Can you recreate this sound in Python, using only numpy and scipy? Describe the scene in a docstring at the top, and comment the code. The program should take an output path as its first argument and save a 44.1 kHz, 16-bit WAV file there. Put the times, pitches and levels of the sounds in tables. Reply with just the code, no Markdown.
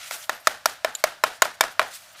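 """A steel ruler is whipped along the edge of a stiff paper sheet over a craft table, about five strokes a second.
Each stroke excites decaying modes of sheet and blade (knock and crack), then a noisy room tail swells and fades.
The sheet rustles in gloved hands as shaped noise; light touches and small ticks ring as dying sines.
Low noise after each stroke is the table's shudder; the loudest blows overload the microphone and are clipped."""
import sys
import numpy as np
from scipy import signal
from scipy.fft import rfft, irfft
from scipy.io import wavfile
from scipy.ndimage import uniform_filter1d

SR = 44100
rng = np.random.default_rng(int(sys.argv[2]) if len(sys.argv) > 2 else 0)


def dump_mix(stems):
    """Bounce the given channels to the path in sys.argv[1] as a 16-bit WAV at rate SR."""
    frames = np.atleast_2d(stems).T  # one column per channel
    limited = np.clip(frames, -1, 1)  # hard clip at full scale
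    pcm = np.round(limited * 32767).astype(np.int16)
    wavfile.write(sys.argv[1], SR, pcm)


def amplitude_ratio(level_db):
    """Convert a level in decibels to the matching linear amplitude (field) ratio."""
    exponent = np.asarray(level_db, float) / 20
    return 10 ** exponent


N = 97020  # samples

# Strokes of the ruler on the sheet. Each row: start in seconds, sheet blow in dB, hollow knock in dB, crack in dB,
# favoured sheet mode in Hz, favoured blade mode in Hz, room tail in dB, tail brightness in dB per octave.
RULER_STROKES = [(0.1102, -27.5, -35.5, -33, 1630, 4100, -31.5, -0.5),
                 (0.2948, -17, -19, -28.5, 1370, 5000, -29.5, -3),
                 (0.4718, -9, -11.5, -14.5, 1940, 4450, -25.5, -2.5),
                 (.6577, -15, -13, -14, 1370, 5800, -28, -1.5),
                 (0.8468, -16.5, -9, -28.5, 2440, 4680, -28, -4),
                 (1.0398, -15, -6, -15.5, 1830, 4660, -26, -3),
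                 (1.2381, -9, -9, -21, 1370, 5000, -24.5, -3),
                 (1.4209, -8, -10, -12.5, 1100, 6500, -23.5, -3),
                 (1.6088, -11, -10, -12.5, 1070, 5900, -24, -3),
                 (1.7948, -12, -11.5, -28, 984, 4300, -24, -4.5)]


def evened(x):
    """Normalisation: scales a signal to rms 1."""
    return x / np.sqrt(np.mean(x ** 2) + 1e-20)


def read(points, hz):
    """Interpolation on a logarithmic frequency axis."""
    f, value = np.transpose(points)
    return np.interp(np.log(hz + 1), np.log(f + 1), value)


def add(mix, s, sound):
    """Superposition: sums a sound into the mix from time s."""
    part = mix[round(s * SR):][:len(sound)]
    part += sound[:len(part)]


def unit(points, hz):
    """Spectral envelope: amplitudes from a dB table, scaled to rms 1 over the bins."""
    return evened(amplitude_ratio(read(points, hz)))


def coloured(points, count):
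    """Filtered noise: white noise weighted by a spectrum, rms 1."""
    spectrum = rfft(rng.standard_normal(count))
    gain = amplitude_ratio(read(points, np.fft.rfftfreq(count, 1 / SR)))
    return evened(irfft(spectrum * gain, count))


def noise(field, patchy_db, grainy_db):
    """Short-time synthesis: random spectra shaped by field(hz, t), with patches and per-frame flicker."""
    frames = N // 64 + 5
    hz = np.fft.rfftfreq(256, 1 / SR)[:, None]
    real, imag, patches = rng.standard_normal((frames, 129, 3)).T
    patches = uniform_filter1d(patches, size=6, axis=0)  # across frequency
    patches = evened(uniform_filter1d(patches, size=10, axis=1))  # across time
    flicker = evened(uniform_filter1d(rng.standard_normal(frames), size=3))
    shape = field(hz, np.arange(frames) * 64 / SR)
    z = (real + 1j * imag) * shape * amplitude_ratio(patchy_db * patches + grainy_db * flicker)
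    return signal.istft(z, nperseg=256, noverlap=192)[1][:N] / 16


def struck(modes, detune, scatter_db, seconds, count=1):
    """Modal decay: dying sines, count randomly detuned lines per mode, scaled to a starting power of 1."""
    hz, db, t60 = np.transpose(list(modes) * count)[:, :, None]
    t = np.arange(0, seconds, 1 / SR)
    level_draw, pitch_draw = rng.standard_normal((len(hz), 2)).T[:, :, None]
    size = amplitude_ratio(db + scatter_db * level_draw)
    lines = size * amplitude_ratio(-60 * t / t60) * np.sin(2 * np.pi * hz * (1 + detune * pitch_draw) * t)
    return lines.sum(0) / np.sqrt((size ** 2).sum() / 2)


def favoured(modes, near_hz):
    """Position-dependent excitation: lifts the modes that the place of the blow excites best."""
    lift_db, width_octaves = 5, 0.18
    return [(hz, db + lift_db * np.exp(-(np.log2(hz / near_hz) / width_octaves) ** 2), t60)
            for hz, db, t60 in modes]


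def burst(points, db, t60):
    """Exponential decay: a dying puff of coloured noise."""
    t = np.arange(0, .08, 1 / SR)
    return amplitude_ratio(db - 60 * t / t60) * coloured(points, count=len(t))


def room_quiet():
    """Background noise: a steady random signal with a fixed spectrum."""
    # Noise spectrum of the room. Each row: frequency in Hz, relative density in dB per Hz.
    room_spectrum = [(15, -35), (25, -17), (102, -3), (463, -19.5), (607, 5.5), (911, -3), (1650, 0),
                     (2220, -7), (4370, -7.5), (12500, -19), (16000, -21)]
    return amplitude_ratio(-53) * coloured(room_spectrum, count=N)


def rustle(hz, t):
    """Friction noise as gloved hands shift the sheet: powers of two long stretches and brief fidgets add."""
    # Rustling paper. Each row: frequency in Hz, relative density in dB per Hz.
    paper_spectrum = [(88, -45), (150, -34), (475, -33), (612, -12), (905, -31), (1340, -1), (1630, -13),
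                      (1870, -4.5), (8070, -8.5), (16000, -17.5)]
    # Two long stretches. Each row: time in seconds, level in dB, brightness in dB per octave.
    stretches = [
        [(0.0, -37, -3.5), (0.084, -34.5, 0), (0.102, -43, 1.5), (0.108, -38, 4), (0.136, -28.5, 2.5),
         (0.176, -44, 6), (0.242, -36, 0), (0.286, -69, 13), (0.29, -60, 0)],
        [(1.88, -44.5, 5), (1.898, -46, -0.5), (1.954, -33.5, 3.5), (1.984, -43.5, 2), (2.1, -49.5, 0),
         (2.106, -46, -4), (2.138, -53, 7), (2.156, -45, -13.5), (2.17, -46, -2), (2.194, -42, 1.5),
         (2.2, -42, -13)],
    ]
    # Brief shifts of the sheet. Each row: centre in seconds, level in dB, half length in seconds.
    brief_shifts = [(0.357, -50, 0.01), (0.385, -59, .008), (0.465, -43.5, .015), (.63, -68, .015),
                    (0.999, -42, 0.016), (1.197, -66, .008), (1.357, -43.5, 0.017), (1.546, -43.5, 0.0077),
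                    (1.719, -43, .012)]
    power = sum(amplitude_ratio(2 * db) * np.exp(-((t - s) / half_s) ** 2) for s, db, half_s in brief_shifts)
    for rows in stretches:
        s, db, tilt_db = np.transpose(rows)
        outside_s = np.maximum(np.maximum(s[0] - t, t - s[-1]), 0)
        level_db = np.interp(t, s, db) - 600 * outside_s  # fades at 600 dB/s beyond its ends
        octaves = np.log2((hz + 1000) / 5000)
        power = power + amplitude_ratio(2 * level_db + 2 * np.interp(t, s, tilt_db) * octaves)
    return unit(paper_spectrum, hz) * np.sqrt(power)


def blow(blow_db, knock_db, crack_db, sheet_hz, blade_hz):
    """Impact excitation: a quick cluster of ticks rings sheet and blade, with a knock, a slap and a crackle."""
    # Modes of the sheet over the table. Each row: frequency in Hz, relative level in dB, t60 in seconds.
    knock_modes = [(636.4, 17, 0.035), (560, -13, 0.006), (674, 13.5, 0.027), (747, 2, 0.026),
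                   (850, 4, 0.0083), (304, -7, 0.032)]
    # Modes of the sheet alone. Each row: frequency in Hz, relative level in dB, t60 in seconds.
    sheet_modes = [(1056, -4.5, 0.065), (1370, 9.5, 0.015), (1798, 6.5, 0.019), (2146, 2.5, 0.016),
                   (2350, -5.5, 0.066), (2716, -15, 0.078), (3140, -7, 0.061), (3717, -0.5, 0.029),
                   (4250, -12, 0.012)]
    # Modes of the steel blade. Each row: frequency in Hz, relative level in dB, t60 in seconds.
    blade_modes = [(4540, -9.5, 0.012), (4950, -0.5, 0.011), (5240, -2.5, .012), (5780, -2, .013),
                   (6575, 1.5, .014), (7120, 1, 0.012), (7920, -8, 0.011), (7930, -7, 0.0081),
                   (9120, -3, 0.013), (10000, -5.5, 0.0089), (11330, -8, 0.0092), (12000, -3, .011),
                   (13000, -2, .01)]
    # Slap that goes with the blow. Each row: frequency in Hz, relative density in dB per Hz.
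    slap_spectrum = [(300, -54), (600, 1.5), (1500, -4), (2400, -6), (3500, -12), (5500, -25), (16000, -64)]
    # Crackle that goes with the crack. Each row: frequency in Hz, relative density in dB per Hz.
    crackle_spectrum = [(1000, -52), (3000, -4.5), (4700, 5.5), (7000, -3.5), (11000, -5.5), (14000, -11.5),
                        (16000, -9)]
    contact_s, contact_ticks, later_size = .003, 10, .55  # largest later tick beside the first
    knock_rise_s = 0.0022

    draws = rng.random((contact_ticks, 2))
    hit = np.zeros(600)
    places = (draws[1:, 0] * contact_s * SR).astype(int)
    np.add.at(hit, places, later_size * (2 * draws[1:, 1] - 1))  # either sign
    hit[0] = 1

    t = np.arange(0, .08, 1 / SR)
    knock = struck(knock_modes, 0.0057, 0.54, len(t) / SR)[:len(t)]
    out = amplitude_ratio(knock_db) * (1 - np.exp(-t / knock_rise_s)) * knock
    for db, modes, hz in (blow_db, sheet_modes, sheet_hz), (crack_db, blade_modes, blade_hz):
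        ring = struck(favoured(modes, hz), 0.042, 2.5, len(t) / SR, count=5)
        ring = np.convolve(ring, hit)[:len(t)]
        out = out + amplitude_ratio(db) * ring / np.std(ring[:SR // 200])  # level set over the first 5 ms
    slap = burst(slap_spectrum, blow_db - 2.5, 0.028)
    crackle = burst(crackle_spectrum, crack_db + 1, .024)
    return out + slap + crackle


def blows():
    """Repeated impact: superposes all landings and rebounds of the ruler."""
    # Rebounds of the ruler. Each row: start in seconds, sheet blow in dB, knock in dB, crack in dB,
    # favoured sheet mode in Hz, favoured blade mode in Hz.
    bounces = [(1.4491, -41, -41, -33.5, 3500, 4540), (1.4539, -24, -25, -38, 1010, 5000),
               (1.632, -27.5, -38, -49, 1100, 5000), (1.638, -23.5, -18, -31.5, 1920, 4940),
               (1.816, -23, -25, -45, 1190, 5000)]
    out = np.zeros(N)
    for row in list(RULER_STROKES) + list(bounces):
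        add(out, row[0], blow(*row[1:6]))
    return out


def room_tail(hz, t):
    """Reverberation: after each blow a noisy tail swells slightly, then decays at a rate set by frequency."""
    # Room tail. Each row: frequency in Hz, relative density in dB per Hz.
    tail_spectrum = [(59, -49), (100, -47), (322, -22.5), (801, -3), (1010, -13), (1450, -1.5),
                     (2040, -6.5), (2220, -9.5), (3470, -9), (11600, -15), (16000, -20)]
    # Decay of the room tail. Each row: frequency in Hz, t60 in seconds.
    tail_decay = [(250, 0.16), (660, 0.3), (1740, 0.34), (4590, 0.33), (12100, 0.26)]
    peak_s, rise_s, start_db = 0.035, 0.0051, -1.5
    power = 0
    for s, *_, db, tilt_db in RULER_STROKES:
        u = t - s - peak_s
        swell = np.exp(-(np.minimum(u, 0) / rise_s) ** 2)
        rise = amplitude_ratio(start_db) + (1 - amplitude_ratio(start_db)) * swell
        tilt = tilt_db * np.log2((hz + 100) / 1500)
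        fade = amplitude_ratio(db + tilt - 60 * np.maximum(u, 0) / read(tail_decay, hz))
        begun = t > s + .007
        power = power + (begun * rise * fade) ** 2
    return unit(tail_spectrum, hz) * np.sqrt(power)


def thuds():
    """Structure-borne sound: each stroke leaves a faint low shudder in the table, rising then decaying."""
    # Shudder of the table top. Each row: frequency in Hz, relative density in dB per Hz.
    table_spectrum = [(25, -6), (60, -11), (105, -5), (160, -7.5), (300, -4), (450, -25), (900, -55)]
    over_tail_db, rise_s, t60 = -23.5, 0.018, 0.31
    strokes = np.array(RULER_STROKES)
    u = np.maximum(np.arange(N) / SR - strokes[:, :1], 0)
    size = amplitude_ratio(strokes[:, 6:7] - 60 * u / t60) * (1 - np.exp(-u / rise_s))
    return amplitude_ratio(over_tail_db) * size.sum(0) * coloured(table_spectrum, count=N)


def touches():
    """Free vibration: light touches leave the ruler ringing in its own modes."""
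    # Modes of the ruler. Each row: frequency in Hz, relative level in dB, t60 in seconds.
    ruler_modes = [(12530, 3, .17), (10900, -8, .12), (9100, -7, .12), (8150, -5, 0.102), (7200, -10, .1),
                   (13250, -19, .1), (15200, -14, .06)]
    # Light touches. Each row: start in seconds, level in dB, favoured mode in Hz.
    light_touches = [(0.341, -48, 12500), (.398, -50, 9100), (.5, -62, 12500), (.575, -60, 8150),
                     (.728, -55, 13000), (.868, -61, 12500), (0.937, -53, 15200), (.968, -49, 7200),
                     (1.714, -52, 8150)]
    rise_s = 0.0046
    out = np.zeros(N)
    for s, db, hz in light_touches:
        ring = struck(favoured(ruler_modes, hz), 0.0031, 2.3, .25, count=2)
        onset = np.minimum(np.arange(len(ring)) / (rise_s * SR), 1)
        add(out, s, amplitude_ratio(db) * ring * onset)
    return out


def small_ticks():
    """Impact ringing: a bright double tick and a weaker third, each a noise snap with short modes."""
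    # Small ticks. Each row: start in seconds, level in dB.
    tick_times = [(0.9509, -25), (0.9528, -26), (0.959, -38)]
    # Modes of a tick. Each row: frequency in Hz, relative level in dB, t60 in seconds.
    tick_modes = [(3460, -15, 0.04), (4170, -3.5, 0.016), (7070, 4.5, 0.018), (7370, -12, 0.024),
                  (8800, -16, 0.034), (10730, -10, 0.03), (12290, -21, 0.044), (14210, -27, 0.05),
                  (15200, -24, 0.039)]
    # Snap of a tick. Each row: frequency in Hz, relative density in dB per Hz.
    snap_spectrum = [(900, -30), (2000, -4), (4300, 6), (5500, -6), (7100, -13), (9000, -12), (15000, -8)]
    out = np.zeros(N)
    for s, db in tick_times:
        add(out, s, burst(snap_spectrum, db - 4, 0.021))
        add(out, s, amplitude_ratio(db) * struck(tick_modes, 0.045, 1.7, .06, count=3))
    return out


def scene():
    """Superposition of the sources; the hits are high-passed, as the microphone picks up little bass."""
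    thin_hz = 523
    tail = noise(room_tail, patchy_db=0.5, grainy_db=1.4)
    rustling = noise(rustle, patchy_db=1.5, grainy_db=1.0)
    high_pass = signal.butter(3, thin_hz, "high", fs=SR, output="sos")
    hits = signal.sosfilt(high_pass, blows() + touches() + small_ticks())
    return (hits + thuds() + tail + rustling + room_quiet())[None]


def top_cut(x):
    """Nothing passes above the cut-off."""
    return signal.sosfilt(signal.butter(12, 16440, fs=SR, output="sos"), x)


def record(dry):
    """Overload and band limiting: peaks are clipped, then a linear-phase low-pass cuts the top."""
    ceiling, edge_hz = .995, 15400
    low_pass = signal.firwin(161, edge_hz, window=("kaiser", 8), fs=SR)[None]
    clipped = np.clip(dry, -ceiling, ceiling)
    mix = signal.oaconvolve(clipped, low_pass, "same")
    return top_cut(mix)


dry = scene()
out = record(dry)
dump_mix(out)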